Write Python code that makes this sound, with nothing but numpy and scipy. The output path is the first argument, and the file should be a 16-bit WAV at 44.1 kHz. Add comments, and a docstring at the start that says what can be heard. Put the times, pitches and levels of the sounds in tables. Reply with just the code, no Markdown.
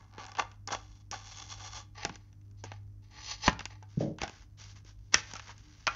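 """A short buzz of plastic ticks, then cracks and a long rasp: a serrated knife ratchets into a blister pack,
punctures it and slices it open. The backing card scrapes out and knocks on a padded table, the knife is
laid down with a dull bounce, and the flexed blister snaps twice. The scrapes are stick-slip friction and
the snaps are buckling plastic; plastic pops and lower cardboard knocks ring hollow.
A fan hums throughout in the small room."""
import sys
import numpy as np
from scipy import signal
from scipy.fft import rfft, irfft, next_fast_len
from scipy.io import wavfile
from scipy.ndimage import map_coordinates

SR = 44100
rng = np.random.default_rng(int(sys.argv[2]) if len(sys.argv) > 2 else 0)


def transcribe(signal):
    """Save signal, clipped to [-1, 1], as a 16-bit WAV file at the path in sys.argv[1]."""
    frames = np.atleast_2d(signal).T
    limited = np.clip(frames, -1, 1)
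    pcm = np.round(limited * 32767).astype(np.int16)
    wavfile.write(sys.argv[1], SR, pcm)


N = 262642
TIME = np.arange(N) / SR

# The pack's resonances under the blade. Each row: centre in Hz, width in Hz, gain in dB.
PACK_MODES = [(262, 32, -9), (549, 210, -9), (750, 36, 2.5), (830, 76, 4), (1142, 116, -0.5),
              (1451, 116, -4.5), (1738, 92, -5.5), (2104, 98, -5.5), (2820, 470, -13), (3410, 120, -6.5),
              (4270, 410, -12.5), (5830, 470, -6), (6046, 370, -7.5), (6270, 390, -9)]
# The thin blister shell's broad resonances. Each row: centre in Hz, width in Hz, gain in dB.
BLISTER_MODES = [(246, 750, -8), (673.4, 48, -3), (836, 110, -2.5), (1213, 270, 0), (1587, 200, 1.5),
                 (2130, 270, 1.5), (2620, 550, 1), (3326, 960, 1), (4720, 720, 2.5), (5810, 560, 5.5),
                 (6570, 930, -1)]


def amp(db):
    """Decibels to gain."""
    return 10 ** (np.asarray(db) / 20)


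def unit(x):
    """x scaled to an rms of 1."""
    return x / np.sqrt(np.mean(x ** 2) + 1e-20)


def along(points, hz):
    """(Hz, value) points read on a log frequency axis."""
    point_hz, values = np.transpose(points)
    return np.interp(np.log(hz + 1), np.log(point_hz + 1), values)


def curves(rows):
    """One automation curve for each column after the time."""
    times, *columns = np.transpose(rows)
    return [np.interp(TIME, times, column) for column in columns]


def wobble(rate):
    """A smooth random curve with rate knots a second."""
    return map_coordinates(rng.standard_normal(int(N * rate / SR) + 4), [TIME * rate])


def filtered(x, response):
    """x shaped by a complex frequency response."""
    n = x.shape[-1]
    padded = next_fast_len(n + 8192)
    hz = np.fft.rfftfreq(padded, 1 / SR)
    return irfft(rfft(x, padded) * response(hz), padded)[..., :n]


def resonate(x, modes):
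    """x ringing through a body's resonances, alternating in polarity."""
    def response(hz):
        return sum((-1) ** k * amp(db) * 1j * hz * width / (centre ** 2 - hz ** 2 + 1j * hz * width)
                   for k, (centre, width, db) in enumerate(modes))
    return filtered(x, response)


def band(x, edges_hz, kind, order=3):
    """A causal Butterworth filter."""
    return signal.sosfilt(signal.butter(order, edges_hz, kind, fs=SR, output="sos"), x)


def add(track, start, x):
    """Mix x into track from start, in seconds."""
    part = track[round(start * SR):][:len(x)]
    part += x[:len(part)]


def contact(start, end):
    """Gain of a rubbing contact: it grips quickly, holds, and dies away when the hand lets go."""
    grip_s, release_db_per_s = 0.021, 551
    grip = np.clip((TIME - start) / grip_s + .5, 0, 1)
    return grip * amp(-release_db_per_s * np.maximum(TIME - end, 0))


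def strokes(rows):
    """Scrape and body gains of short strokes that swell or fade; the hand's pressure wavers a little."""
    gains = np.zeros((2, N))
    for start, length, scrape_db, body_db, swell_db in rows:
        progress = np.clip((TIME - start) / length, 0, 1)
        envelope = contact(start, start + length) * amp(swell_db * (progress - .5))
        gains += amp([[scrape_db], [scrape_db + body_db]]) * envelope
    return gains * amp(wobble(45))


def long_move(rows, gain_db):
    """Scrape and body gains of one unbroken move that drags unevenly."""
    return amp(np.array(curves(rows)) + gain_db) * contact(rows[0][0], rows[-1][0])


def friction(gains, modes, catches_per_s, spread_db, smooth, judder_db):
    """Stick-slip: uneven catches on a smooth rub shake a sheet, heard as high scrape and low body."""
    catches = rng.random(N) < catches_per_s / SR
    sizes = amp(spread_db * np.minimum(rng.exponential(size=N), 3.5))
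    slips = catches * sizes * rng.choice([-1, 1], N)
    force = (unit(slips) + smooth * rng.standard_normal(N)) * amp(judder_db * wobble(220))
    sheet = resonate(force, modes)
    scrape = unit(band(sheet, 2900, "high", order=4))
    body = unit(band(sheet, 2300, "low", order=4))
    return gains[0] * scrape + gains[1] * body


def fan():
    """A four-bladed fan hums, slightly unsteady, over the rumble of the room."""
    # The blade tone's rise and fall. Each row: time in seconds, relative level in dB.
    hum_levels = [(0.0, -56), (0.4, -55), (0.75, -54.5), (1.0, -58), (1.15, -53.5), (1.35, -58.4),
                  (1.55, -51.5), (2.35, -57), (2.65, -47.5), (3.0, -51), (3.15, -61), (3.85, -50),
                  (4.4, -60.9), (4.7, -51.5), (4.85, -59.5), (5.55, -52.5), (5.65, -63.1), (5.95, -58.5)]
    # The fainter tones. Each row: multiple of the shaft speed, relative level in dB.
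    shaft_orders = [(2, -63), (6, -73), (8, -83), (12, -73), (16, -83.5)]
    # The rumble's spectrum. Each row: frequency in Hz, relative density in dB.
    rumble_spectrum = [(20, -15), (33, -8.5), (48, 0.5), (78, -7.5), (130, -16.5), (250, -22.5),
                       (420, -38.5), (800, -39.5), (1500, -45.5), (3500, -58), (6000, -47.5), (7500, -58)]
    shaft_hz, blades, hum_gain_db = 25.15, 4, 4
    angle = 2 * np.pi * shaft_hz * TIME + 0.28 * wobble(0.88)
    hum = amp(hum_gain_db + curves(hum_levels)[0] + 1.8 * wobble(4.9)) * np.sin(blades * angle)
    for order, db in shaft_orders:
        hum += amp(db + 4.7 * wobble(10)) * np.sin(order * angle + .5 * wobble(3))
    rumble = unit(filtered(rng.standard_normal(N), lambda hz: amp(along(rumble_spectrum, hz))))
    return np.sqrt(2) * hum + amp(-53.5) * rumble


def blade_drag():
    """Scrape and body gains of the blade: short pushes to get in, then one long slice."""
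    # Each row: start and length in seconds, then relative scrape level, body over scrape and swell in dB.
    pushes = [(0, .11, -70, 9, -11), (.13, .045, -74.5, 24, 3.5), (.185, .075, -53.5, 10.5, -6),
              (.28, .07, -57, 8.5, -8.5), (.386, .01, -36.5, 12.5, 1.5), (.405, .025, -62, 9, -7),
              (.44, .1, -70.5, 8, 4.5), (.683, 0.013, -47, 12.5, -15), (.718, 0.028, -32, -0.5, -12),
              (.78, 0.23, -61, -6.5, -7.5)]
    # Each row: time in seconds, relative scrape and body levels in dB.
    long_slice = [(1.125, -44, -38), (1.205, -57, -61.5), (1.375, -50.5, -60), (1.419, -50, -55.5),
                  (1.479, -57.5, -67), (1.501, -46, -56), (1.553, -50.5, -54.5), (1.565, -56.5, -59),
                  (1.669, -44.5, -50), (1.703, -55.5, -60.5), (1.767, -44, -49), (1.805, -50.5, -52.5)]
    return strokes(pushes) + long_move(long_slice, gain_db=7)


def cutting(drag):
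    """The blade catches and slips through the plastic with a grainy rasp."""
    return friction(drag, PACK_MODES, catches_per_s=1100, spread_db=3.3, smooth=.55, judder_db=2.3)


def blade_ring(cut):
    """The cut sets the steel ringing, and the ring outlasts each stroke."""
    # The blade's narrow resonances. Each row: centre in Hz, width in Hz, gain in dB.
    steel_modes = [(723, 35, -2), (838, 16, 2.5), (1172, 36, 5.5), (3454, 24, 12), (3530, 25, -2.5),
                   (5280, 100, -2.5)]
    return resonate(cut, steel_modes)


def crinkles(stress):
    """The held sheet keeps relaxing in scattered ticks, faint at rest and louder while it is worked."""
    ticks_per_s, rest_db, stress_gain_db = 45, -52, 18
    ticks = (rng.random(N) < ticks_per_s / SR) * amp(3 * np.minimum(rng.exponential(size=N), 2))
    return resonate(ticks * (amp(rest_db) + amp(stress_gain_db) * stress), BLISTER_MODES)


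def ratchet():
    """Teeth skip over the plastic in a buzz of ticks, biting harder as the blade wedges in."""
    # The serrated edge's travel. Each row: time in seconds, teeth that have passed the cut.
    teeth = [(.1, .1), (.1125, 1), (.127, 2), (.182, 7), (.191, 8), (.228, 15), (.2425, 17), (.253, 18),
             (.26, 18.5)]
    bite_db, bite_db_per_s = -22, 116.5
    passed = np.floor(curves(teeth)[0])
    wedged_s = np.clip(TIME, teeth[0][0], teeth[-1][0]) - teeth[0][0]
    ticks = np.diff(passed, prepend=0) * amp(bite_db + bite_db_per_s * wedged_s + rng.normal(0, 2, N))
    crack = band(ticks, [1500, 7000], "band", order=2)
    return .8 * resonate(ticks, PACK_MODES) + .2 * crack


def snaps():
    """The sheet buckles with a kick and a burst that ring the shell: a bright crack over a low knock."""
    # Each row: start in seconds, relative level in dB, brightness in dB per octave,
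    # low knock over that level in dB, base t60 in seconds.
    buckles = [(.181, -48, -7.5, 10.5, .025), (.2648, -51.5, 3.5, -28, 0.0058),
               (0.318, -52, 2.5, -24, 0.0033), (0.351, -46.5, -4, -22, 0.048),
               (0.3702, -43.5, -4, -13, 0.017), (.3967, -30, -4, -30, .012), (.421, -45, -6, -31, 0.0071),
               (.515, -56.5, -1, -11, .02), (0.6743, -47.5, 9, 2, .03), (0.7056, -42.5, -7.5, -10, 0.011),
               (.7303, -49.5, -18, 9.5, 0.066), (.7482, -37, -4, -17, 0.0048), (1.113, -43.5, 6.5, 1, 0.1),
               (2.0499, -29.5, 1, -2, 0.012), (2.094, -42.5, -5, 5, 0.017), (2.1562, -52, 3, 1, 0.0095),
               (2.328, -67, 2, -8, .021), (2.413, -73.5, 1.5, -9, .02), (2.512, -73, 3.5, -10.5, 0.013),
               (2.639, -48, 4, 11.5, 0.1), (2.7173, -45, -5.5, 1, 0.012), (3.4792, -20.5, -6, 5.5, 0.011),
               (3.495, -35, -3, 2.5, .025), (3.5291, -45.5, -2.5, -14, 0.0059),
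               (3.5925, -39, -2, -25, 0.014), (3.606, -41, -4, 0, 0.017), (3.6545, -36, 0, -8, 0.011),
               (3.8272, -60, 2, -6, 0.018), (4.185, -46, -3.5, -25, 0.024),
               (4.2166, -33.5, -3, 0.5, 0.0042), (4.2336, -37.5, 1.5, 1, 0.03),
               (4.278, -43.5, -1.5, -8, 0.017), (4.295, -47, -1, 4.5, 0.0039),
               (4.848, -65, 3.5, 12.5, 0.047), (5.1375, -37.5, -6, -16, 0.023),
               (5.1425, -17, 3, -11.5, 0.01), (5.3359, -44, 4, 2.5, 0.014), (5.3538, -45, 1, -21, 0.032),
               (5.365, -48.5, 4, -22, 0.031), (5.3951, -43.5, -3, -27, 0.019),
               (5.493, -53, -3, -19.5, 0.022), (5.5794, -61, 4.5, -10.5, 0.029),
               (5.8688, -27, -1.5, -33, 0.0078), (5.876, -28.5, -3.5, -18, 0.014)]
    # A snap's four bands, knock first. Each row: low and high edge in Hz, t60 multiplier, gain in dB.
    registers = [(151, 500, 0.81, -6), (506, 1355, 1.1, -5.5), (1270, 3580, 2.9, 0), (5060, 7900, .6, -2)]
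    pivot_hz, attack_samples = 2160, SR // 100  # brightness tilts the upper bands about the pivot
    octaves = np.log2([np.sqrt(lo * hi) / pivot_hz for lo, hi, *_ in registers[1:]])
    out = np.zeros(N)
    t = np.arange(SR // 6) / SR
    for start, db, tilt_db, knock_db, t60 in buckles:
        levels_db = db + np.append(knock_db, tilt_db * octaves)
        for level_db, (lo_hz, hi_hz, ring, gain_db) in zip(levels_db, registers):
            burst = rng.standard_normal(len(t)) * amp(-60 * t / (t60 * ring))
            burst[0] += 0.81 * np.linalg.norm(burst)  # the kick
            crack = band(resonate(burst, BLISTER_MODES) + 0.14 * burst, [lo_hz, hi_hz], "band")
            attack_rms = np.sqrt(np.mean(crack[:attack_samples] ** 2))
            add(out, start, amp(level_db + gain_db) * crack / attack_rms)
    return out


def pops_and_knocks():
    """Plastic pops and lower cardboard knocks ring hollow, each at its own pitch, with a slight flutter."""
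    # Each row: start in seconds, relative level in dB, pitch ratio.
    hits = [(0.3971, -33, 0.67), (0.407, -40, 0.46), (.4215, -42, 0.61), (0.7199, -35, .53),
            (0.7293, -43, .97), (0.7496, -37.5, .58), (2.0502, -30.5, .58), (2.6387, -42, .64),
            (2.7172, -48, .61), (3.479, -18, .73), (3.826, -48.5, .63), (4.235, -30, .58),
            (5.1434, -21.5, 1.3), (5.1469, -31, 1.9), (5.3353, -44.5, 0.66), (5.3555, -39.5, 0.97),
            (5.3953, -49.5, 1.3), (5.493, -44, 0.68), (5.8683, -29.5, 1.7), (5.8763, -21, 1.0)]
    # The pack's hollow ring. Each row: base frequency in Hz, gain in dB, t60 in seconds.
    hollow_modes = [(791.5, -12.5, 0.08), (1204, -5, 0.11), (1378, 3, 0.065), (1360, -5.5, 0.075),
                    (1926, -22, 0.41), (2470, -3.5, 0.074), (3020, -14.5, 0.054)]
    out = np.zeros(N)
    t = np.arange(SR // 4) / SR
    for start, db, pitch_ratio in hits:
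        for hz, mode_db, t60 in hollow_modes:
            flutter = 0.079 * np.cumsum(rng.standard_normal(len(t)))
            ring = np.sin(2 * np.pi * hz * pitch_ratio * t + flutter)
            add(out, start, amp(db + mode_db - 60 * t / t60) * ring)
    return out


def card_slide():
    """The card rubs on the plastic with a fine hiss: short shifts, and one pull out of its sleeve."""
    # Each row: start and length in seconds, then relative scrape level, body over scrape and swell in dB.
    shifts = [(1.955, 0.077, -49.5, 6, 7.5), (2.058, 0.033, -50, 5, -18), (2.12, 0.039, -55, 2, 1),
              (2.2, .1, -74.5, 2.5, -10), (2.575, 0.034, -63, -16, 5), (2.64, .125, -60.5, 5, -5.5),
              (3.03, 0.062, -68.5, -2.5, -12), (3.6, 0.075, -57.5, -3, -5), (3.708, 0.012, -51, 7, -3.5),
              (3.74, 0.14, -76.5, 6, -8)]
    # Each row: time in seconds, relative scrape and body levels in dB.
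    pull = [(3.105, -68.5, -67), (3.183, -55.5, -53.5), (3.249, -51, -60.5), (3.313, -37, -43.5),
            (3.373, -60, -69.5), (3.413, -54, -62.5), (3.445, -38.5, -44), (3.47, -33, -37)]
    # The sliding card's resonances. Each row: centre in Hz, width in Hz, gain in dB.
    card_modes = [(430, 64, -11.5), (854, 55, 2.5), (1157, 38, 0.5), (1925, 410, -4.5), (2830, 160, -3.5),
                  (3170, 190, -5), (4450, 530, -1.5), (5140, 110, 1.5), (5940, 140, 1), (6800, 110, -10)]
    drag = strokes(shifts) + long_move(pull, gain_db=7.5)
    return friction(drag, card_modes, catches_per_s=3400, spread_db=-0.5, smooth=1.0, judder_db=3.0)


def table_thuds(knife_blows):
    """A push and a short rattle drive the table; soft contacts are dull, heavy ones sway the whole top."""
    # Each row: start in seconds, peak in dB, contact cut-off in Hz, rattle t60 in seconds, sway in dB.
    soft_blows = [(2.05, -34, 300, .14, -61.5), (2.093, -37, 215, .14, -48.5),
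                  (3.4785, -18.5, 611, .022, -17), (3.497, -33.5, 250, .05, -38.5),
                  (3.9714, -15.5, 190, .03, -41), (4.231, -35, 250, .14, -31.5),
                  (5.154, -45, 197, .03, -28.5)]
    # The padded table's resonances. Each row: centre in Hz, width in Hz, gain in dB.
    table_modes = [(124.6, 88, -3), (171, 43, 5), (242, 25, -3.5), (308, 24, -1), (430, 46, -3),
                   (560, 48, -1.5), (720, 270, -12.5)]
    sway_hz, sway_t60, sway_rise_s = 74, .085, 0.00047
    out = np.zeros(N)
    t = np.arange(SR // 3) / SR
    sway = np.sin(2 * np.pi * sway_hz * t) * amp(-60 * t / sway_t60) * (1 - np.exp(-t / sway_rise_s))
    for start, db, contact_hz, t60, sway_db in soft_blows + knife_blows:
        force = 0.053 * rng.standard_normal(len(t)) * amp(-60 * t / t60)
        force[0] += 1  # the push
        blow = band(resonate(force, table_modes), contact_hz, "low")
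        add(out, start, amp(db) * blow / np.abs(blow).max() + amp(sway_db) * sway)
    return out


def finger_drag():
    """Scrape and body gains of the fingers working the empty blister."""
    # Each row: start and length in seconds, then relative scrape level, body over scrape and swell in dB.
    rubs = [(3.89, 0.12, -62, -2.5, 4.5), (4.005, 0.11, -58.5, -1, -23), (4.21, 0.023, -41, 8, 0),
            (4.295, .14, -57, 0, -6), (4.58, 0.14, -50, -6.5, -2.5), (4.762, 0.013, -51.5, -1, -5),
            (4.847, 0.049, -59, -4, 15), (4.96, 0.2, -74, -6.5, 8), (5.131, 0.064, -37, 0, -5),
            (5.22, 0.095, -51.5, -1.5, 11), (5.335, 0.11, -53.5, -2, -4), (5.455, 0.061, -50.5, 1.5, 2.5),
            (5.56, 0.41, -60.5, -3, 6), (5.89, 0.057, -52.5, 12.5, -5)]
    return strokes(rubs)


def rubbing(drag):
    """Fingers stick and slip on the blister and set its shell rustling."""
    return friction(drag, BLISTER_MODES, catches_per_s=1200, spread_db=2.5, smooth=1.0, judder_db=2.0)


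def knife_bounces(count):
    """Blows for the table as each end of the knife bounces: sooner, weaker and duller every time."""
    # The two ends landing. Each row: start in seconds, peak in dB, contact cut-off in Hz.
    landings = [(4.005, -17, 606), (4.024, -22, 780)]
    first_flight_s, rattle_t60, sway_over_peak_db = 0.036, 0.11, -23.5
    shrink, loss_db, soften = .93, 5, 0.96  # per bounce
    blows = []
    for start, db, contact_hz in landings:
        for k in range(count):
            peak_db = db - loss_db * k
            blows.append((start, peak_db, contact_hz * soften ** k, rattle_t60, peak_db + sway_over_peak_db))
            start += first_flight_s * shrink ** k
    return blows


def room(x):
    """The walls answer after a few milliseconds, each frequency dying at its own speed."""
    # Each row: frequency in Hz, t60 in seconds.
    decay_times = [(150, .35), (1000, 0.29), (3000, 0.31), (7000, 0.2)]
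    build_up_s = 0.0069
    hz, t, spectrum = signal.stft(rng.standard_normal(SR // 2), SR, nperseg=256)
    decay = amp(-60 * t / along(decay_times, hz)[:, None])
    tail = signal.istft(spectrum * decay, SR, nperseg=256)[1]
    tail *= 1 - np.exp(-(np.arange(len(tail)) / SR / build_up_s) ** 2)
    return signal.fftconvolve(x, tail / np.linalg.norm(tail))[:N]


def scene():
    """All sources reach one microphone, alike in both channels."""
    blade, fingers = blade_drag(), finger_drag()
    cut = cutting(blade) + ratchet()
    scrapes = cut + card_slide() + rubbing(fingers)
    pack = amp(-3.0) * scrapes + pops_and_knocks() + crinkles(stress=fingers[0] + blade[0])
    steel = amp(-7.5) * blade_ring(cut)
    cracks = snaps()
    thuds = table_thuds(knife_bounces(count=4))
    walls = room(amp(-20) * cracks + amp(-15.5) * (pack + steel) + amp(-11.5) * thuds)
    mono = pack + steel + cracks + thuds + walls + fan()
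    return np.array([mono, mono])


def record(dry):
    """A narrow-band microphone with a faint hiss of its own; the hardest peaks are softly rounded off."""
    # Each row: frequency in Hz, gain in dB.
    mic_response = [(15, -22.5), (28, -10), (45, -3.5), (6700, -4), (7100, -6.5), (7650, -16), (8300, -48),
                    (9500, -77)]
    ceiling, top_hz = 1.5, 15700
    squashed = dry / (1 + (dry / ceiling) ** 4) ** .25
    heard = filtered(squashed, lambda hz: amp(along(mic_response, hz)))
    hiss = amp(-84.0) * rng.standard_normal(dry.shape)
    return filtered(heard + hiss, lambda hz: hz < top_hz)


dry = scene()
out = record(dry)
transcribe(out)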